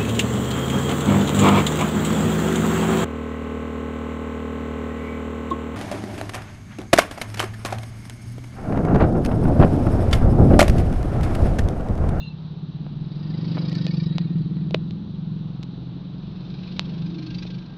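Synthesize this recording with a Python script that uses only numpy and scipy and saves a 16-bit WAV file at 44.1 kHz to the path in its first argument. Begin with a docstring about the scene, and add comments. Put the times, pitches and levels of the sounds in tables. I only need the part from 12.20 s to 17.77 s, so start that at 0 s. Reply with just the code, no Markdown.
"""Slow traffic from the front seat of a closed car

A single-cylinder motorcycle throbs as summed firing harmonics and rasps as modes struck by each firing;
a scooter overtakes with a faster rasp. Gliding sines make brief hums and whines, filtered noise makes
rumble, tyres and vents, filtered impulses make plastic trim tick and knock close to the microphone,
and a few decaying partials make a thin metallic ring at the start."""
import sys
import numpy as np
from scipy import signal
from scipy.fft import rfft, irfft, next_fast_len
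from scipy.io import wavfile
from scipy.ndimage import uniform_filter1d

SR = 44100
rng = np.random.default_rng(int(sys.argv[2]) if len(sys.argv) > 2 else 0)


def wrap_up_sound(samples):
    """Save the sound to the file named by the first command line argument, as 16-bit audio."""
    columns = np.atleast_2d(samples).T
    # keep every value between -1 and 1, then stretch to whole-number steps
    tamed = np.clip(columns, -1, 1)
    steps = np.round(tamed * 32767).astype(np.int16)
    wavfile.write(sys.argv[1], SR, steps)


N = 245637
TIME = np.arange(N) / SR


def motorcycle():
    """Periodic excitation: one firing rate drives both the low throb and the exhaust rasp."""
    # engine speed: [t/s, firing rate f/Hz]
    firing_rate = [(0.0, 17.18), (0.52, 16.82), (1.22, 23.54), (1.57, 23.98), (1.74, 23.53), (2.09, 20.39),
                   (2.44, 19.79), (2.78, 21.04), (3.13, 22.04), (3.66, 21.48), (3.83, 22.73), (4.35, 22.04),
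                   (5.05, 24.83), (5.57, 26.17)]
    # resonances of the rasp: [f/Hz, width/Hz, relative level/dB]
    rasp_modes = [(1601, 86, 0.5), (2100, 400, -21), (2616, 260, 8.5), (3210, 1100, 4.5), (3780, 690, 11.5),
                  (4140, 270, 3), (4750, 250, -7), (5600, 350, -16.5), (6140, 400, -20)]
    # rasp swells: [peak t/s, level/dB, rise/(dB/s), fall/(dB/s), smooth hiss level/dB, treble edge f/Hz]
    rasp_swells = [(4.521, -49.5, 30.5, 24.5, 4, 5440), (5.2, -45.5, 33, 65.5, -6, 5820)]
    rate = curve(firing_rate)
    turns = cycles(rate, first_turn=.09)
    out = boom(rate, turns)
    for peak_s, db, rise, fall, hiss_db, top_hz in rasp_swells:
        exhaust = rasp(turns, rasp_modes, rise_s=.007, detune=.7, scatter_db=2.5,
                       puff_db=-1, hiss_db=hiss_db, top_hz=top_hz)
        out = out + swell(peak_s, db, rise, fall) * exhaust
    return out


def boom(rate, turns):
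    """Fourier synthesis: firing harmonics add up to thumps that ring the cabin, under looser overtones."""
    # level of the low harmonics before standing waves lift them: [t/s, level/dB]
    boom_level = [(0, -34.5), (.9, -30.5), (1.3, -24), (1.8, -22), (2.55, -25.5), (2.9, -33), (3.12, -27),
                  (3.5, -35), (4.5, -34), (4.85, -26.5), (5.0, -35), (5.3, -30.5), (5.57, -45.5)]
    # throb as the motorcycle moves about: [t/s, cabin resonance f/Hz, smear of the thumps/rad,
    # odd harmonics level/dB, thump delay after the firing/turns, overtones relative to the boom level/dB]
    boom_shape = [(0, 156, 0.11, 7, 0.24, -35.5), (.6, 154.5, 0.12, -0.5, .24, -19.5),
                  (1.3, 153.4, 0.38, 7, .18, -16), (1.75, 161.7, 0.067, -0.5, 0.23, -18.5),
                  (1.92, 164.4, 0.11, 1, 0.13, -19), (2.3, 172, 0.38, -3, 0.41, -18),
                  (2.6, 159, 1.06, -1, 0.5, -17), (2.85, 190, 1.05, -3, 0.39, -15.5),
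                  (3.08, 165, 0.1, 4, 0.22, -22), (3.5, 167.6, 0.074, -0.5, 0.28, -13),
                  (3.7, 171.6, 0.55, -10.5, 0.279, -13), (4.05, 178.6, 0.21, 4, 0.42, -15.5),
                  (4.35, 186.4, 0.43, -11, 0.21, -15), (4.8, 170.4, 0.87, 2, 0.072, -23.5),
                  (5.2, 172, 1.09, 7.5, 0.063, -16), (5.57, 173, 1.16, 0.5, 0.062, -18)]
    # silencer heard through the body: [f/Hz, level/dB]
    boom_colour = [(60, -37), (90, -22), (115, -10), (140, -1.5), (165, -2), (192, -3), (215, -14),
                   (250, -26.5), (300, -41)]
    # the same for the overtones: [f/Hz, level/dB]
    overtone_colour = [(215, -20), (245, -5), (283, -1), (328, 0.5), (370, -9.5), (440, -16), (520, -14),
                       (640, -25.5)]
    half_width_hz, resonance_db = 10.1, 5  # cabin resonance, level relative to the direct sound
    wander_rad, overtone_wander_rad, turbulence_db = .2, .4, -24

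    shape = np.array(boom_shape)
    centre, smear, odd_db, lag, overtone_db = (curve(shape[:, [0, c]]) for c in range(1, 6))
    low, overtones = {}, {}
    for k in range(4, 12):
        phase, gain = harmonic(k, turns, lag, wander_rad)
        # reflections delay the harmonics unequally, which spreads each thump into a hum
        phase = phase - smear * (k - 8) ** 2
        cabin_mode = 1 + undb(resonance_db) / (1 + 1j * (k * rate - centre) / half_width_hz)
        wave = (np.exp(1j * phase) * cabin_mode).real
        low[k] = gain * undb(odd_db * (k % 2)) * wave * response(boom_colour, k * rate)
    for k in range(12, 25):
        phase, gain = harmonic(k, turns, lag, overtone_wander_rad)
        overtones[k] = gain * np.cos(phase) * response(overtone_colour, k * rate)
    # turbulent gas roughens the thumps
    turbulence = unit(resonate(resonate(rng.standard_normal(N), 150, 60), 170, 80))
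    throb = stack(low) + undb(turbulence_db) * turbulence + undb(overtone_db) * stack(overtones)
    return undb(curve(boom_level)) * throb


def harmonic(k, turns, lag, wander_rad):
    """Phase delay: reflections push each harmonic about in phase and gain as its thump shifts by the lag."""
    phase = 2 * np.pi * (k * (turns % 1) - (k - 8) * lag) + wander_rad * walk(2.5)
    return phase, undb(1.2 * walk(4))


def standing_wave(k):
    """Modal gain: standing waves in the cabin lift single firing harmonics for a while."""
    # lifted harmonics: [middle t/s, half length/s, harmonic number]
    wave_places = [(.25, .4, 10), (.3, .4, 13), (1.4, .3, 12), (2.25, .4, 16), (2.75, .35, 10),
                   (2.8, .2, 12), (3.1, .7, 5), (3.7, .4, 6), (3.7, .3, 12)]
    # lift of each, in the same order: [level/dB]
    wave_lifts = [4.9, 15, 6.2, 3.5, 7.8, 11, 7.6, 7.1, 9]
    lift_db = 0
    for (s, half_s, order), db in zip(wave_places, wave_lifts):
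        if order == k:
            lift_db = lift_db + db * np.exp(-((TIME - s) / half_s) ** 2)
    return undb(lift_db)


def stack(lines):
    """Superposition: harmonics summed at an even level, each lifted by the standing waves it meets."""
    return sum(standing_wave(k) * line for k, line in lines.items()) / running_rms(sum(lines.values()))


def rasp(turns, modes, rise_s, detune, scatter_db, puff_db, hiss_db, top_hz):
    """Impulsive modal excitation: each firing shakes thin metal into ragged chirps, with puff and hiss of gas."""
    age = np.arange(SR // 20) / SR
    hz, width, db = np.transpose(modes)
    chirps, puffs = np.zeros((2, N + len(age)))
    for start in np.flatnonzero(np.diff(np.floor(turns))):
        pitch, size, phase, lag = rng.standard_normal((4, len(hz)))
        # each mode starts a few milliseconds late, rises and dies
        rung = np.maximum(age - .003 * abs(lag)[:, None], 0) / rise_s
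        envelope = rung ** 2 * np.exp(-2 * rung)
        chirp_hz = hz + detune * width * pitch
        waves = np.sin(2 * np.pi * (np.outer(chirp_hz, age) + phase[:, None]))
        chirps[start:start + len(age)] += undb(db + scatter_db * size) @ (envelope * waves)
        puffs[start:start + len(age)] += envelope[0] * undb(1.2 * size[0])
    gas_gain = undb(puff_db) * unit(puffs[:N]) + undb(hiss_db)
    gas = unit(body(rng.standard_normal(N), modes)) * gas_gain
    out = lowpass(unit(chirps[:N]) + gas, top_hz, order=10)
    return out / running_rms(out)


def scooter():
    """Accelerating impulse train: a faster, brighter rasp by the side window, duller once it has gone by."""
    # rasp resonances: [f/Hz, width/Hz, relative level/dB]
    rasp_modes = [(520, 200, -7), (850, 300, -10), (1340, 300, -9), (1850, 120, -3), (2350, 300, -4),
                  (2800, 400, -9), (3350, 500, -6), (3880, 160, 1), (4280, 300, 0), (4600, 250, 1),
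                  (4850, 200, 0), (5400, 700, -13), (6100, 600, -22)]
    # rasp as it overtakes, then drops away: [t/s, level/dB]
    rasp_level = [(0, -88), (.8, -68), (.97, -57), (1.15, -52.5), (1.35, -46.5), (1.58, -43.5),
                  (1.8, -45.5), (1.87, -47.5), (2.0, -47), (2.1, -55.5), (2.5, -62.5), (3.0, -91.5),
                  (5.57, -110)]
    start_hz, gain_hz_per_s = 20.2, 6.85  # firing rate rises evenly
    gone_s, turn_s, dull_hz = 1.89, .034, 4330
    turns = cycles(start_hz + gain_hz_per_s * TIME, first_turn=.27)
    exhaust = rasp(turns, rasp_modes, rise_s=.0085, detune=.7, scatter_db=4,
                   puff_db=-5, hiss_db=-8, top_hz=5300)
    gone = (1 + np.tanh((TIME - gone_s) / turn_s)) / 2
    heard = (1 - gone) * exhaust + gone * lowpass(exhaust, dull_hz, order=10)
    return undb(curve(rasp_level)) * heard


def passing_tones():
    """Frequency modulation: hums and thin whines from the traffic swell, glide and waver a little."""
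    # [middle t/s, half length/s, f/Hz, glide/(Hz/s), level/dB, flutter/dB]
    tones = [(2.13, .15, 157, -15, -34, 1), (2.15, .17, 176, -15, -34, 1), (2.25, .17, 238, -20, -43, 2),
             (2.2, .12, 253, -20, -45, 2), (1.5, .17, 503, 15, -51, 2), (3.8, .12, 277, 30, -46, 1),
             (4.3, .16, 139, 0, -42, 1), (4.32, .14, 186, 0, -40, 1), (5.02, .13, 315, 40, -39, 1),
             (5.04, .14, 293, 45, -43, 1), (4.95, .06, 335, 20, -41, 1), (5.1, .22, 140, 0, -42, 2),
             (5.25, .45, 1583, 20, -65, 3), (5.53, .12, 1595, 0, -61.5, 2), (1.94, .12, 3860, 0, -55, 4),
             (1.92, .25, 1860, -20, -66.5, 4), (1.25, .18, 1880, 0, -66, 5), (1.58, .045, 1790, 0, -54, 3)]
    out = np.zeros(N)
    for middle_s, half_s, hz, glide, db, flutter_db in tones:
        pitch = hz * (1 + .0019 * walk(26)) + glide * (TIME - middle_s)
        tone = unit(np.sin(2 * np.pi * np.cumsum(pitch) / SR))
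        envelope = np.exp(-((TIME - middle_s) / half_s) ** 2)
        out += undb(db + flutter_db * walk(30)) * envelope * tone
    return out


def trim():
    """Impulse response: slipping plastic gives a short tick and a damped panel knock, with a faint cabin tail."""
    # [t/s, tick peak level/dB, knock peak level/dB, tick treble edge f/Hz, lowest panel mode f/Hz]
    clicks = [(0.666, -38, -30, 2010, 474), (1.369, -37, -33, 1590, 700), (1.372, -28, -26, 1800, 560),
              (1.376, -34, -34, 1500, 900), (1.38, -29, -20.5, 1700, 480), (1.385, -40, -32, 1500, 520),
              (1.497, -28, -52, 6900, 445), (1.529, -27, -30, 6000, 445), (1.5532, -26, -57, 8000, 445),
              (1.667, -15.5, -23, 4840, 445), (1.983, -13.5, -22.5, 4360, 730),
              (2.185, -39.5, -41.5, 5450, 445), (2.369, -36.5, -35, 2020, 445),
              (2.509, -26, -26, 4300, 445), (2.544, -15, -17, 2980, 445), (2.546, -4, -7, 2780, 447),
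              (2.709, -28, -39, 4350, 445), (3.43, -27.5, -42, 6020, 3670), (3.434, -27.5, -42, 6070, 3670),
              (4.5945, -4.5, -31, 4650, 690), (5.253, -33, -31.5, 3000, 445)]
    # panel modes, scaled in pitch to the size of each panel: [f/Hz, width/Hz, relative level/dB]
    knock_modes = [(445, 270, 1), (620, 57, -6.5), (1040, 240, -32)]
    # modes of the tick: [f/Hz, width/Hz, relative level/dB]
    tick_modes = [(1150, 980, 1), (2750, 1300, 4), (3770, 530, 6.5), (5220, 600, -44.5), (10700, 1500, -13)]
    out, size = np.zeros(N), SR // 20
    blow = signal.unit_impulse(size)
    for s, tick_db, knock_db, bright_hz, panel_hz in clicks:
        tick = lowpass(body(blow, tick_modes), bright_hz, order=3)
        ratio = panel_hz / knock_modes[0][0]
        knock = lowpass(body(blow, np.array(knock_modes) * [ratio, ratio, 1]), 1100 * ratio)
        start = int(s * SR)
        out[start:start + size] += undb(tick_db) * tick / abs(tick).max()
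        out[start:start + size] += undb(knock_db) * knock / abs(knock).max()
    # the tail decays at 60 dB in 0.06 s
    tail = rng.standard_normal(size) * undb(-60 * np.arange(size) / SR / .06)
    return out + undb(-20) * signal.fftconvolve(out, tail / np.linalg.norm(tail))[:N]


def ring():
    """Inharmonic partials: a thin, fluttering metallic squeal whose partials stop one after another."""
    # [f/Hz, level/dB, length/s]
    ring_partials = [(2772, -44, .09), (2674, -50.5, .125), (3575, -49.5, .045), (3690, -55, .1),
                     (4075, -51.5, .115), (6480, -71, .08)]
    out = np.zeros(N)
    for hz, db, length_s in ring_partials:
        tone = np.sin(2 * np.pi * hz * TIME + .6 * walk(200))
        out += undb(db + 4 * walk(110)) * tone * np.exp(-(TIME / length_s) ** 5)
    return out


def cabin():
    """Broadband noise: body rumble and tyre noise swell with passing traffic over the steady vent hiss."""
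    # swells of the tyre noise: [peak t/s, level/dB, rise/(dB/s), fall/(dB/s)]
    passes = [(1.4, -39, 25, 23), (3.3, -56.5, 32.5, 25.5), (4.7, -44.5, 11, 11.5)]
    # relative spectral densities of tyres, rumble and vents: [f/Hz, level per Hz/dB]
    road_colour = [(150, 7.5), (280, 1.5), (380, -2), (520, -10), (750, -11.5), (1200, -15.5), (1600, -20),
                   (2100, -25.5), (4000, -16.5)]
    rumble_colour = [(12, -36.5), (26, -4), (36, -10.5), (55, -6.5), (90, -5.5), (130, 2.5), (190, -2.5),
                     (260, -9), (450, -39)]
    vent_colour = [(800, 0.5), (1500, -7.5), (2000, -37.5), (2700, -11), (3300, -8.5), (3950, 1.5),
                   (4400, -4.5), (5000, -14.5), (6000, -20), (7000, -36), (9000, -45.5), (14000, -45)]
    tyres_db, rumble_db, vents_db = -47, -39, -59  # levels between swells
    rumble_follows = .42  # share of each swell, in dB, that the body rumble takes up
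    traffic = np.sqrt(undb(tyres_db) ** 2 + sum(swell(*row) ** 2 for row in passes))
    shake = undb(rumble_db) * (traffic / undb(tyres_db)) ** rumble_follows
    rumble = shake * restless_noise(rumble_colour, flicker_db=1.5, rate=5.3)
    tyres = traffic * restless_noise(road_colour, flicker_db=.7, rate=14)
    vents = undb(vents_db) * restless_noise(vent_colour, flicker_db=.8, rate=18)
    return rumble + tyres + vents


def restless_noise(colour, flicker_db, rate):
    """Spectral shaping: noise of a given spectrum whose overlapping octave bands flicker on their own."""
    size = next_fast_len(N, True)
    freq = np.maximum(np.fft.rfftfreq(size, 1 / SR), 1)
    octave = np.log2(freq)
    spectrum = rfft(rng.standard_normal(size)) * response(colour, freq)
    out = np.zeros(N)
    for centre in range(int(np.log2(colour[0][0])), int(np.log2(colour[-1][0])) + 2):
        band = irfft(spectrum * np.maximum(1 - abs(octave - centre), 0), size)[:N]
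        out += band * undb(flicker_db * walk(rate))
    return unit(out)


def swell(peak_s, db, rise_db_per_s, fall_db_per_s):
    """Exponential growth and decay: gain climbs to a rounded peak and falls away again."""
    round_s = .056  # how rounded the top is
    slope = np.where(TIME < peak_s, rise_db_per_s, fall_db_per_s)
    return undb(db - slope * (np.hypot(TIME - peak_s, round_s) - round_s))


def cycles(rate, first_turn):
    """Phase integral of frequency: engine cycles counted from the first firing."""
    return np.cumsum(rate) / SR - first_turn


def response(colour, freq):
    """Frequency response: gain of a [f/Hz, level/dB] table at given frequencies, -90 dB outside it."""
    hz, db = np.transpose(colour)
    return undb(np.interp(np.log(freq), np.log(hz), db, left=-90, right=-90))


def resonate(x, hz, width):
    """Damped oscillator: one resonance, gain 1 at its centre."""
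    return signal.lfilter(*signal.iirpeak(min(hz, .45 * SR), hz / width, fs=SR), x)


def body(x, modes):
    """Modal superposition: a set of resonances driven together."""
    return sum(undb(db) * resonate(x, hz, width) for hz, width, db in modes)


def lowpass(x, hz, order=2):
    """Low-pass filtering: smooth treble roll-off."""
    return signal.sosfilt(signal.butter(order, min(hz, .45 * SR), fs=SR, output="sos"), x)


def walk(rate):
    """Band-limited randomness: smooth wander with a spread near 1, drawn anew rate times a second."""
    k = int(SR / rate)
    steps = np.repeat(rng.standard_normal(N // k + 1), k)
    return 1.3 * uniform_filter1d(uniform_filter1d(steps, k), k)[:N]


def curve(rows):
    """Linear interpolation: a [t/s, value] table joined by straight lines."""
    return np.interp(TIME, *np.transpose(rows))


def running_rms(x):
    """Short-time mean power: rms level smoothed twice over a sixth of a second."""
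    return np.sqrt(uniform_filter1d(uniform_filter1d(x ** 2, SR // 6), SR // 6))


def unit(x):
    """Power normalisation: scale to rms 1."""
    return x / np.sqrt(np.mean(x ** 2))


def undb(db):
    """Logarithmic level: decibels to amplitude gain."""
    return 10 ** (np.asarray(db) / 20)


def scene():
    """Linear superposition: everything as it reaches the front seat."""
    return (motorcycle() + scooter() + passing_tones() + cabin() + trim() + ring())[None]


def record(dry):
    """Transducer response: the microphone has a dip in the high treble and cuts the top."""
    coloured = dry - .67 * resonate(dry, 8700, 2300)
    return signal.sosfilt(signal.ellip(8, .2, 70, 14600, fs=SR, output="sos"), coloured)


dry = scene()
out = record(dry)
wrap_up_sound(out)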